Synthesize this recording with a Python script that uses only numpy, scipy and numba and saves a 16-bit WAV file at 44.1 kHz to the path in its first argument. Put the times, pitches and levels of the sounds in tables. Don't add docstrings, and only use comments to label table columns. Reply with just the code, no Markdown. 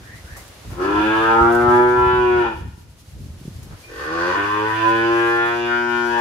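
import sys
import numpy as np
from scipy import signal
from scipy.fft import rfft, irfft, next_fast_len
from scipy.io import wavfile
from scipy.ndimage import uniform_filter1d, map_coordinates
from numba import njit

SR = 44100
rng = np.random.default_rng(int(sys.argv[2]) if len(sys.argv) > 2 else 0)


def unload_wav(signal):
    wavfile.write(
        sys.argv[1],
        SR,
        np.round(np.clip(np.atleast_2d(signal).T, -1, 1) * 32767).astype(np.int16),
    )


N = 273684
TIME = np.arange(N) / SR

# start_s, fade_in_s, let_go_s, rasp_db (compared with the treble)
MOOS = [(0.736, 0.065, 2.469, -13), (3.86, 0.042, 6.3, -12)]
# time_s, pitch_hz
PITCH = [
    [(.76, 87.1), (.85, 95.7), (.92, 102), (1.054, 107.9), (1.206, 111.6), (1.536, 118.1), (1.718, 121.2),
     (1.994, 123.5), (2.138, 123.8), (2.342, 121.5), (2.4, 120.1), (2.45, 117.2), (2.52, 109.5)],
    [(3.88, 45.1), (3.96, 46), (4.0, 70), (4.05, 76), (4.13, 82.5), (4.22, 86), (4.3, 90.5), (4.335, 90.5),
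     (4.355, 96.5), (4.39, 100), (4.528, 104.5), (4.836, 112.2), (5.122, 115.7), (5.718, 118.9),
     (5.942, 119.4), (6.034, 119.1), (6.2, 117.5)],
]
# time_s, roughness_0_to_1, breath_db
HOARSENESS = [
    [(.78, .45, 3), (.95, .26, 3), (1.15, .14, 2), (1.6, .1, 2), (1.9, .06, -1), (2.15, .05, -8),
     (2.38, .09, -5), (2.47, .85, 2)],
    [(3.9, .3, -6), (4.1, .32, -3), (4.3, .36, 0), (4.345, .75, 2), (4.39, .24, -2), (4.55, .15, -3),
     (4.75, .1, -6), (5.0, .06, -9), (5.35, .03, -15), (6.05, .03, -15), (6.2, .12, -6)],
]
# time_s, throat_db, pharynx_db (back of the throat), mouth_db, lips_db, nose_db, treble_db, octave_db
RING_LEVELS = [
    [(0.79, -26.5, -34, -37, -36, -48, -54, -39), (0.83, -20.5, -32, -32.5, -30.5, -34, -43.5, -48.0),
     (0.93, -21, -41, -28.5, -28, -33.5, -38.5, -43.0), (0.99, -18.5, -45, -22.5, -25.0, -31.5, -36, -40.0),
     (1.07, -21, -26.0, -29.0, -27, -29, -33.5, -29.5), (1.17, -21, -32, -23, -24, -25.5, -33.5, -39.5),
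     (1.25, -23.5, -25.5, -26, -22.5, -24, -35.5, -41),
     (1.32, -26.5, -24.5, -18, -20.5, -26.5, -32.5, -34.0),
     (1.42, -17.5, -26, -15.5, -16.5, -42, -42.5, -28),
     (1.52, -17, -28.5, -22.5, -22.5, -41.5, -40.5, -26.5),
     (1.64, -17.5, -28, -23.5, -23, -37.5, -53, -25.5), (1.72, -15, -37, -20.5, -21, -28, -44.5, -24),
     (1.8, -13.0, -27, -16, -23, -30.5, -41, -27), (1.95, -17.5, -34.5, -24.5, -24, -38, -41.5, -34.5),
     (2.12, -19.5, -45, -23.5, -23.0, -33, -38.5, -40.5), (2.29, -16, -37, -25, -30.0, -39.5, -39, -50),
     (2.41, -16.0, -36, -24.5, -26, -35.5, -37.5, -45), (2.47, -25.5, -33, -25, -30, -37.0, -37.5, -35.5)],
    [(3.9, -46.5, -42.5, -57.5, -48.5, -53, -59, -63), (4, -42.5, -37.5, -40.5, -40.5, -40.5, -48.5, -54.0),
     (4.14, -29, -31.0, -28, -29.5, -37.5, -43.5, -42),
     (4.3, -25.5, -25.5, -27.5, -28, -35.0, -39.5, -39.5),
     (4.345, -34, -31.5, -24.0, -29.5, -32, -38.5, -43), (4.39, -25, -38.5, -25.5, -23.5, -32.5, -37, -49),
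     (4.5, -36.5, -35, -25.0, -33.5, -33, -37.5, -45), (4.65, -39, -23, -26, -29.0, -37, -36.5, -40),
     (4.77, -30, -42, -25.5, -31, -32.5, -36, -55), (4.87, -23, -33, -16.5, -27, -32.5, -35.5, -37.5),
     (5, -22.5, -26.5, -28, -25, -28, -35.5, -35), (5.1, -17.5, -31, -26.5, -29.0, -30, -35, -38.5),
     (5.35, -22, -28.5, -25, -25.5, -25.5, -36, -46), (5.52, -26, -33.5, -25.5, -25.5, -32.5, -35, -43.0),
     (5.63, -23.5, -36.5, -32.0, -38.5, -37.5, -36, -36), (5.72, -25.5, -38.5, -27.0, -25, -31, -34.5, -34),
     (5.95, -25.0, -43.5, -27, -24.5, -43, -37, -31), (6.08, -24.0, -42, -31, -29, -34, -38.5, -32),
     (6.18, -27.5, -33, -23, -31, -29, -39, -35)],
]
# time_s, pharynx_hz, mouth_hz, mouth_width_hz, lips_hz, nose_hz, bright_ring_hz
MOUTH_SHAPE = [
    [(0.8, 468, 1040, 165, 1280, 1695, 2540), (0.9, 473, 1030, 134, 1350, 1670, 2640),
     (1, 500, 970, 104, 1380, 1695, 2660), (1.1, 440, 904, 180, 1390, 1593, 2640),
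     (1.22, 460, 960, 175, 1190, 1620, 2830), (1.32, 465, 896, 109.5, 1335, 1574, 2490),
     (1.44, 452, 884, 100, 1320, 1800, 2520), (1.56, 512, 815, 430, 1420, 1440, 2520),
     (1.72, 475, 846, 206, 1280, 1645, 2560), (1.88, 462, 917, 226, 1420, 1700, 2440),
     (2, 475, 967, 116, 1380, 1665, 2670), (2.28, 474, 1005, 86, 1413, 1744, 2570),
     (2.47, 462, 912, 135, 1400, 1760, 2570)],
    [(3.95, 454, 1150, 174, 1525, 1824, 2530), (4.15, 471, 1127, 157, 1475, 1790, 2560),
     (4.32, 515, 1050, 193, 1500, 1810, 2605), (4.36, 410, 1030, 183, 1445, 1790, 2580),
     (4.5, 372, 1074, 147, 1510, 1775, 2640), (4.66, 410, 1015, 192, 1500, 1840, 2700),
     (4.85, 494, 1018, 59.6, 1470, 1740, 2710), (5, 476, 963, 90, 1543, 1727, 2670),
     (5.15, 514, 1025, 139, 1430, 1687, 2725), (5.4, 461.3, 1030, 440, 1354, 1750, 2640),
     (5.57, 470, 900, 550, 1440, 1660, 2685), (5.7, 473, 950, 495, 1460, 1720, 2500),
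     (6, 478, 985, 203, 1474, 1670, 2435), (6.18, 540, 945, 140, 1490, 1677, 2660)],
]
# centre_hz, width_hz, relative_db
HEAD_RINGS = [(2451, 266, -1.5), (2883, 400, 1), (3232, 510, -2), (3700, 490, -12.5)]
# frequency_hz, gain_db
NASAL_GAP = [(60, 27), (1780, 3.5), (1950, 2), (2150, 2.5), (2350, 9), (16000, -15.5)]
# frequency_hz, gain_db
RASP_TONE = [(3700, -3), (4300, 0), (4900, 2), (5300, -6), (6600, -7), (8000, -14), (11000, -18)]
# time_s, level_db
BRASS_LEVEL = [(4.4, -62), (5.1, -57), (5.7, -55.5), (6.21, -52)]
# frequency_hz, gain_db
BRASS_TONE = [(4000, -9), (5000, -4), (5600, 0), (6700, -1), (7600, -12)]
# time_s, left_ear_lead_s, left_over_right_db
DIRECTION = [(4.0, .00005, .8), (4.6, .00026, 0), (5.3, .00026, .2), (5.7, .00025, 2.4)]
# frequency_hz, gain_db
NEAR_ECHOES = [(100, -18), (380, -14), (700, 0), (1300, 3), (2400, 6), (8000, 6)]
# frequency_hz, gain_db
ROOF_ECHO = [(100, -22), (370, -21), (900, -17), (1500, -15), (3000, -9), (8000, -12)]
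# start_s, relative_db, fade_s (time to fall by 60 dB)
RUSTLES = [(0.0388, -55, 0.15), (0.3661, -29.5, 0.27), (0.4784, -39, 0.17), (0.7038, -39, 0.21),
           (1.5214, -31, 0.14), (1.5494, -30, 0.09), (3.6294, -37, 0.19)]
# frequency_hz, gain_db
FODDER_TONE = [(4000, -10.5), (6400, -7), (11300, -10), (14000, -16), (15500, -14)]
# start_s,
# relative_db, fade_s (time to fall by 60 dB)
SCUFFS = [(.367, -56, 0.23), (.703, -57, 0.83), (3.625, -69, 0.09), (3.711, -59, 0.23)]
# frequency_hz, gain_db
GRIT_TONE = [(300, 2.5), (550, -3.5), (700, -2.5), (1100, 0.5), (1800, -7), (3500, -25)]
# start_s, length_s, from_hz,
# to_hz, width_hz, level_db
SQUEAKS = [(0.005, 0.23, 1520, 2100, 300, -44.5), (0.235, 0.2, 1370, 2170, 300, -43.5),
           (3.823, 0.091, 2370, 2460, 48, -45)]
# start_s, end_s, relative_db
JOSTLES = [(0, 0.43, -52.5), (0.647, 1.165, -43.5), (1.17, 2.04, -42.5), (2.02, 2.683, -41),
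           (2.68, 2.907, -51.5), (3.122, 3.755, -45.5)]
# frequency_hz, gain_db
RUMBLE_TONE = [(25, -22), (45, -2.5), (65, 2), (110, 0), (160, -7.5), (250, -13.5), (420, -23.5)]
# time_s, relative_db, pitch_hz
BUMPS = [(0.09, -34, 90), (0.238, -29, 76), (0.31, -32, 51.1), (0.715, -26, 123), (1.18, -36, 115),
         (1.407, -14.5, 61.5), (1.56, -27, 120), (1.678, -20, 112), (2.06, -20, 72.7), (2.129, -19, 101),
         (2.646, -24, 78.5), (2.729, -31.5, 75.4), (2.775, -33, 131), (2.88, -40, 108.5),
         (3.077, -33.5, 73), (3.149, -42, 150), (3.199, -27, 89), (3.259, -30, 124), (3.295, -31, 68.6),
         (3.345, -35, 73.6), (3.411, -29, 148), (3.451, -27, 161), (3.477, -20.5, 148), (3.584, -28, 109),
         (3.505, -30, 90), (3.665, -29, 129), (3.705, -32, 89)]
# frequency_hz, gain_db
WASH_TONE = [(300, 0), (550, -1), (800, -4), (1500, -6), (2500, -9), (5000, -14), (9000, -25)]
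# time_s, relative_db
HISS_LEVEL = [(0.0, -58.5), (1.71, -55.5), (1.81, -57.5), (2.77, -63.5), (4.18, -57), (5.29, -56.5),
              (5.88, -61.5), (6.21, -56.5)]
# frequency_hz, gain_db
HISS_TONE = [(1500, -6), (3000, 0), (4500, 1), (6500, 0), (8300, -4), (10300, -2.5), (12500, -8.5),
             (14300, -9.5), (15600, -18)]
# frequency_hz, likeness_0_to_1
EAR_LIKENESS = [(50, 0.95), (250, 0.77), (700, 0.43), (2000, 0.015), (8000, 0.12), (12000, 1),
                (15000, 0.62)]


def calf(rattle_below_hz=97.7, fade_db_per_s=145):
    start, fade_in, let_go, rasp_db = current_moo()
    pitch_hz, = in_time(*PITCH)
    roughness, breath_db = in_time(*HOARSENESS)
    cycles = np.cumsum(pitch_hz) / SR
    rattle = 1 / (1 + np.exp(pitch_hz - rattle_below_hz))
    pulses, puffs = vocal_folds(cycles, roughness)
    direct, echoes = at_ears(pulses)
    vowel = coloured(.75 * direct + echoes, NASAL_GAP)
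    bright = coloured(direct + echoes, NASAL_GAP)
    breathy = bright + from_db(breath_db) * reflections(puffs, NEAR_ECHOES, fade_s=.03, delay_s=.001)
    voice = throat_and_head(vowel, bright, breathy, rasp_db + 10.5 * rattle)
    mid, side = voice
    mid = mid + chest_hum(cycles, TIME - start, rattle)
    swell = np.clip((TIME - start) / fade_in, 0, 1) ** 2
    fade = from_db(-fade_db_per_s * np.maximum(TIME - let_go, 0))
    _, pan_db = in_time(DIRECTION)
    return np.array([mid + side, mid - side]) * swell * fade * from_db([pan_db / 2, -pan_db / 2])


def current_moo():
    rows = np.array(MOOS)
    latest = np.searchsorted(rows[:, 0], TIME) - 1
    return rows[np.maximum(latest, 0)].T


def vocal_folds(cycles, roughness, jitter_s=.0002, shimmer_db=3.0, air_share=.6):
    snap_s = np.interp(np.arange(1, int(cycles[-1])), cycles, TIME)
    chance = rng.standard_normal((len(snap_s), 2))
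    hoarse = np.interp(snap_s, TIME, roughness)
    place = np.clip((snap_s + jitter_s * hoarse * chance[:, 0]) * SR, 0, N - 2)
    strength = from_db(shimmer_db * hoarse * chance[:, 1])
    sample, part = place.astype(int), place % 1
    pulses = np.bincount(sample, strength * (1 - part), N) + np.bincount(sample + 1, strength * part, N)
    puffs = unit_power(rng.standard_normal(N) * np.exp(-3 * (cycles % 1)))
    return unit_power(pulses) + air_share * roughness * puffs, puffs


def throat_and_head(vowel, bright, breathy, rasp_db):
    throat_db, pharynx_db, mouth_db, lips_db, nose_db, treble_db, _ = in_time(*RING_LEVELS)
    pharynx_hz, mouth_hz, mouth_width_hz, lips_hz, nose_hz, ring_hz = in_time(*MOUTH_SHAPE)
    cheek_db = (throat_db + mouth_db) / 2 - 12.5
    shift = (ring_hz / ring_hz.mean()) ** .7
    head = sum(from_db(db) * resonance(breathy, hz * shift, width) for hz, width, db in HEAD_RINGS)
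    head += from_db(1.5) * resonance(breathy, ring_hz, width_hz=610)
    voice = from_db(throat_db) * evened(resonance(vowel, hz=345, width_hz=60), side_db=-11.5)
    voice += swaying(resonance(vowel, pharynx_hz, width_hz=93), pharynx_db, side_db=-7.5)
    voice += swaying(resonance(vowel, hz=717.4, width_hz=94), cheek_db, side_db=-1)
    voice += swaying(resonance(vowel, mouth_hz, mouth_width_hz), mouth_db, side_db=-1)
    voice += swaying(resonance(vowel, lips_hz, width_hz=147), lips_db, side_db=-2)
    voice += swaying(resonance(vowel, nose_hz, width_hz=96), nose_db, side_db=2)
    voice += swaying(head, treble_db, side_db=-1.5)
    voice += swaying(coloured(breathy, RASP_TONE), treble_db + rasp_db, side_db=0)
    voice += swaying(coloured(bright, BRASS_TONE), in_time(BRASS_LEVEL)[0], side_db=-.5)
    return voice


def chest_hum(cycles, age_s, rattle, peak_db=-35, peak_s=.97, slope_db_per_s=11.5):
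    hum_db = peak_db - slope_db_per_s * np.abs(age_s - peak_s) - 3 * rattle
    octave_db = in_time(*RING_LEVELS)[-1] - .8
    phase = 2 * np.pi * cycles
    return np.sqrt(2) * (from_db(hum_db) * np.sin(phase) + from_db(octave_db) * np.sin(2 * phase))


def at_ears(pulses, wander_hz=5, wander_radians=.8):
    lead_s, _ = in_time(DIRECTION)
    left = np.interp(TIME + lead_s / 2, TIME, pulses)
    right = np.interp(TIME - lead_s / 2, TIME, pulses)
    here, there = (reflections(pulses, NEAR_ECHOES, fade_s=.21, delay_s=.002) for _ in range(2))
    turn = wander_radians * drift(wander_hz)
    echoes = (np.cos(turn) * here + np.sin(turn) * there) / np.sqrt(2)
    return np.array([pulses, (left - right) / 2]), echoes


def reflections(sound, tone, fade_s, delay_s):
    t = TIME[:SR]
    cloud = rng.standard_normal((2, SR)) * from_db(-60 * t / fade_s) * (t > delay_s)
    cloud = coloured(cloud / np.sqrt((cloud ** 2).sum(1, keepdims=True)), tone)
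    return signal.fftconvolve(np.atleast_2d(sound), cloud[:, :SR * 3 // 4], axes=-1)[:, :N]


def scrapes(events, tone, gain_db, rise_s, grain_db=2):
    bursts = np.zeros(N)
    for start, db, fade_s in events:
        rise = np.clip((TIME - start) / rise_s + .5, 0, 1)
        bursts += rise * from_db(db - 60 * np.clip((TIME - start) / fade_s, 0, 2))
    return bursts * from_db(gain_db + grain_db * drift(400)) * stereo_noise(tone)


def squeaks():
    out, noise = np.zeros((2, N)), rng.standard_normal((2, N))
    for start, length, from_hz, to_hz, width_hz, db in SQUEAKS:
        live = (TIME > start) & (TIME < start + length)
        progress = (TIME[live] - start) / length
        whistle = resonance(noise[:, live], from_hz + (to_hz - from_hz) * progress, width_hz)
        out[:, live] += from_db(db) * np.sin(np.pi * progress) * unit_power(whistle)
    return out


def handling(rumble_gain_db=6.5, bump_gain_db=7, still_db=-54, lumpy_db=5, ramp_s=.024, low_cut_hz=36):
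    moving = np.zeros(N)
    for start, end, db in JOSTLES:
        moving += from_db(db) * np.clip(np.minimum(TIME - start, end - TIME) / ramp_s + .5, 0, 1)
    moving *= from_db(lumpy_db * np.tanh(drift(20)))
    out = from_db(rumble_gain_db) * np.hypot(from_db(still_db), moving) * stereo_noise(RUMBLE_TONE)
    for start, db, hz in BUMPS:
        cycles = (TIME - start) * hz
        live = (cycles > 0) & (cycles < 10)
        out[:, live] += from_db(db + bump_gain_db) * thud(cycles[live])
    return signal.sosfilt(signal.butter(3, low_cut_hz, "high", fs=SR, output="sos"), out)


def thud(cycles, decay_cycles=.76, overtone_ratio=2.4, overtone_db=-10):
    phase = 2 * np.pi * cycles
    ring = np.sin(phase) + from_db(overtone_db) * np.sin(overtone_ratio * phase)
    soft_start = np.sin(np.pi * np.minimum(cycles, .5)) ** 2
    return ring * np.exp(-cycles / decay_cycles) * soft_start


def yard_air(wash_db=-48.5, wash_swing=2.13, hiss_gain_db=6.5, flicker_db=1.9):
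    level_db, = in_time(HISS_LEVEL)
    wash = from_db(wash_db + wash_swing * (level_db - level_db.mean())) * stereo_noise(WASH_TONE)
    hiss = from_db(level_db + hiss_gain_db + flicker_db * drift(30)) * stereo_noise(HISS_TONE)
    return wash + hiss


def resonance(pair, hz, width_hz):
    every_sample = np.ones(pair.shape[-1])
    angle = 2 * np.pi * hz / SR * every_sample
    radius = np.exp(-np.pi * np.abs(width_hz) / SR) * every_sample
    return np.array([band_pass(band_pass(x, angle, radius), angle, radius) for x in pair])


@njit
def band_pass(x, angle, radius):
    y = np.zeros_like(x)
    for i in range(2, len(x)):
        push = (1 - radius[i] ** 2) / 2 * (x[i] - x[i - 2])
        y[i] = push + 2 * radius[i] * np.cos(angle[i]) * y[i - 1] - radius[i] ** 2 * y[i - 2]
    return y


def swaying(pair, level_db, side_db, sway_db=1.3, sway_hz=14):
    return from_db(level_db + sway_db * drift(sway_hz)) * evened(pair, side_db)


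def evened(pair, side_db, window_s=.045):
    size = int(window_s * SR)
    power = uniform_filter1d(uniform_filter1d(pair ** 2, size), size)
    return pair / np.sqrt(np.abs(power) + 1e-14) * from_db([[0], [side_db]])


def stereo_noise(tone):
    size = next_fast_len(N)
    hz = np.fft.rfftfreq(size, 1 / SR)
    alike = np.clip(np.interp(hz, *np.transpose(EAR_LIKENESS)), -1, 1)
    mid, side = rfft(rng.standard_normal((2, size))) * gain_at(tone, hz)
    ears = np.sqrt(1 + alike) * mid + np.sqrt(1 - alike) * side * [[1], [-1]]
    return unit_power(irfft(ears, size)[:, :N])


def coloured(x, tone):
    size = next_fast_len(x.shape[-1], True)
    gain = gain_at(tone, np.fft.rfftfreq(size, 1 / SR))
    return irfft(rfft(x, size) * gain, size)[..., :x.shape[-1]]


def gain_at(tone, hz):
    table_hz, table_db = np.transpose(tone)
    table_octave, octave = np.log2(table_hz), np.log2(np.maximum(hz, 1))
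    beyond = np.abs(octave - np.clip(octave, table_octave[0], table_octave[-1]))
    return from_db(np.interp(octave, table_octave, table_db) - 16 * beyond)


def drift(rate_hz):
    targets, coarse_s = rng.standard_normal(int(N / SR * rate_hz) + 3), TIME[::20]
    wobble = map_coordinates(targets, [coarse_s * rate_hz], order=2, mode="nearest")
    return np.interp(TIME, coarse_s, unit_power(wobble))


def in_time(*curves):
    time_s, *columns = np.vstack(curves).T
    return [np.interp(TIME, time_s, column) for column in columns]


def unit_power(x):
    return x / np.sqrt(np.mean(x ** 2) + 1e-20)


def from_db(db):
    return 10 ** (np.asarray(db) / 20)


def scene():
    fodder = scrapes(RUSTLES, FODDER_TONE, gain_db=-10, rise_s=.004)
    hooves = scrapes(SCUFFS, GRIT_TONE, gain_db=18.5, rise_s=.025)
    pen = calf() + fodder + hooves + squeaks()
    return pen + reflections(pen, ROOF_ECHO, fade_s=.82, delay_s=.023) + yard_air() + handling()


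def record(dry, ceiling=.88, cutoff_hz=15600):
    rounded = dry / (1 + (dry / ceiling) ** 8) ** (1 / 8)
    return signal.sosfilt(signal.ellip(10, .1, 80, cutoff_hz, fs=SR, output="sos"), rounded)


dry = scene()
out = record(dry)
unload_wav(out)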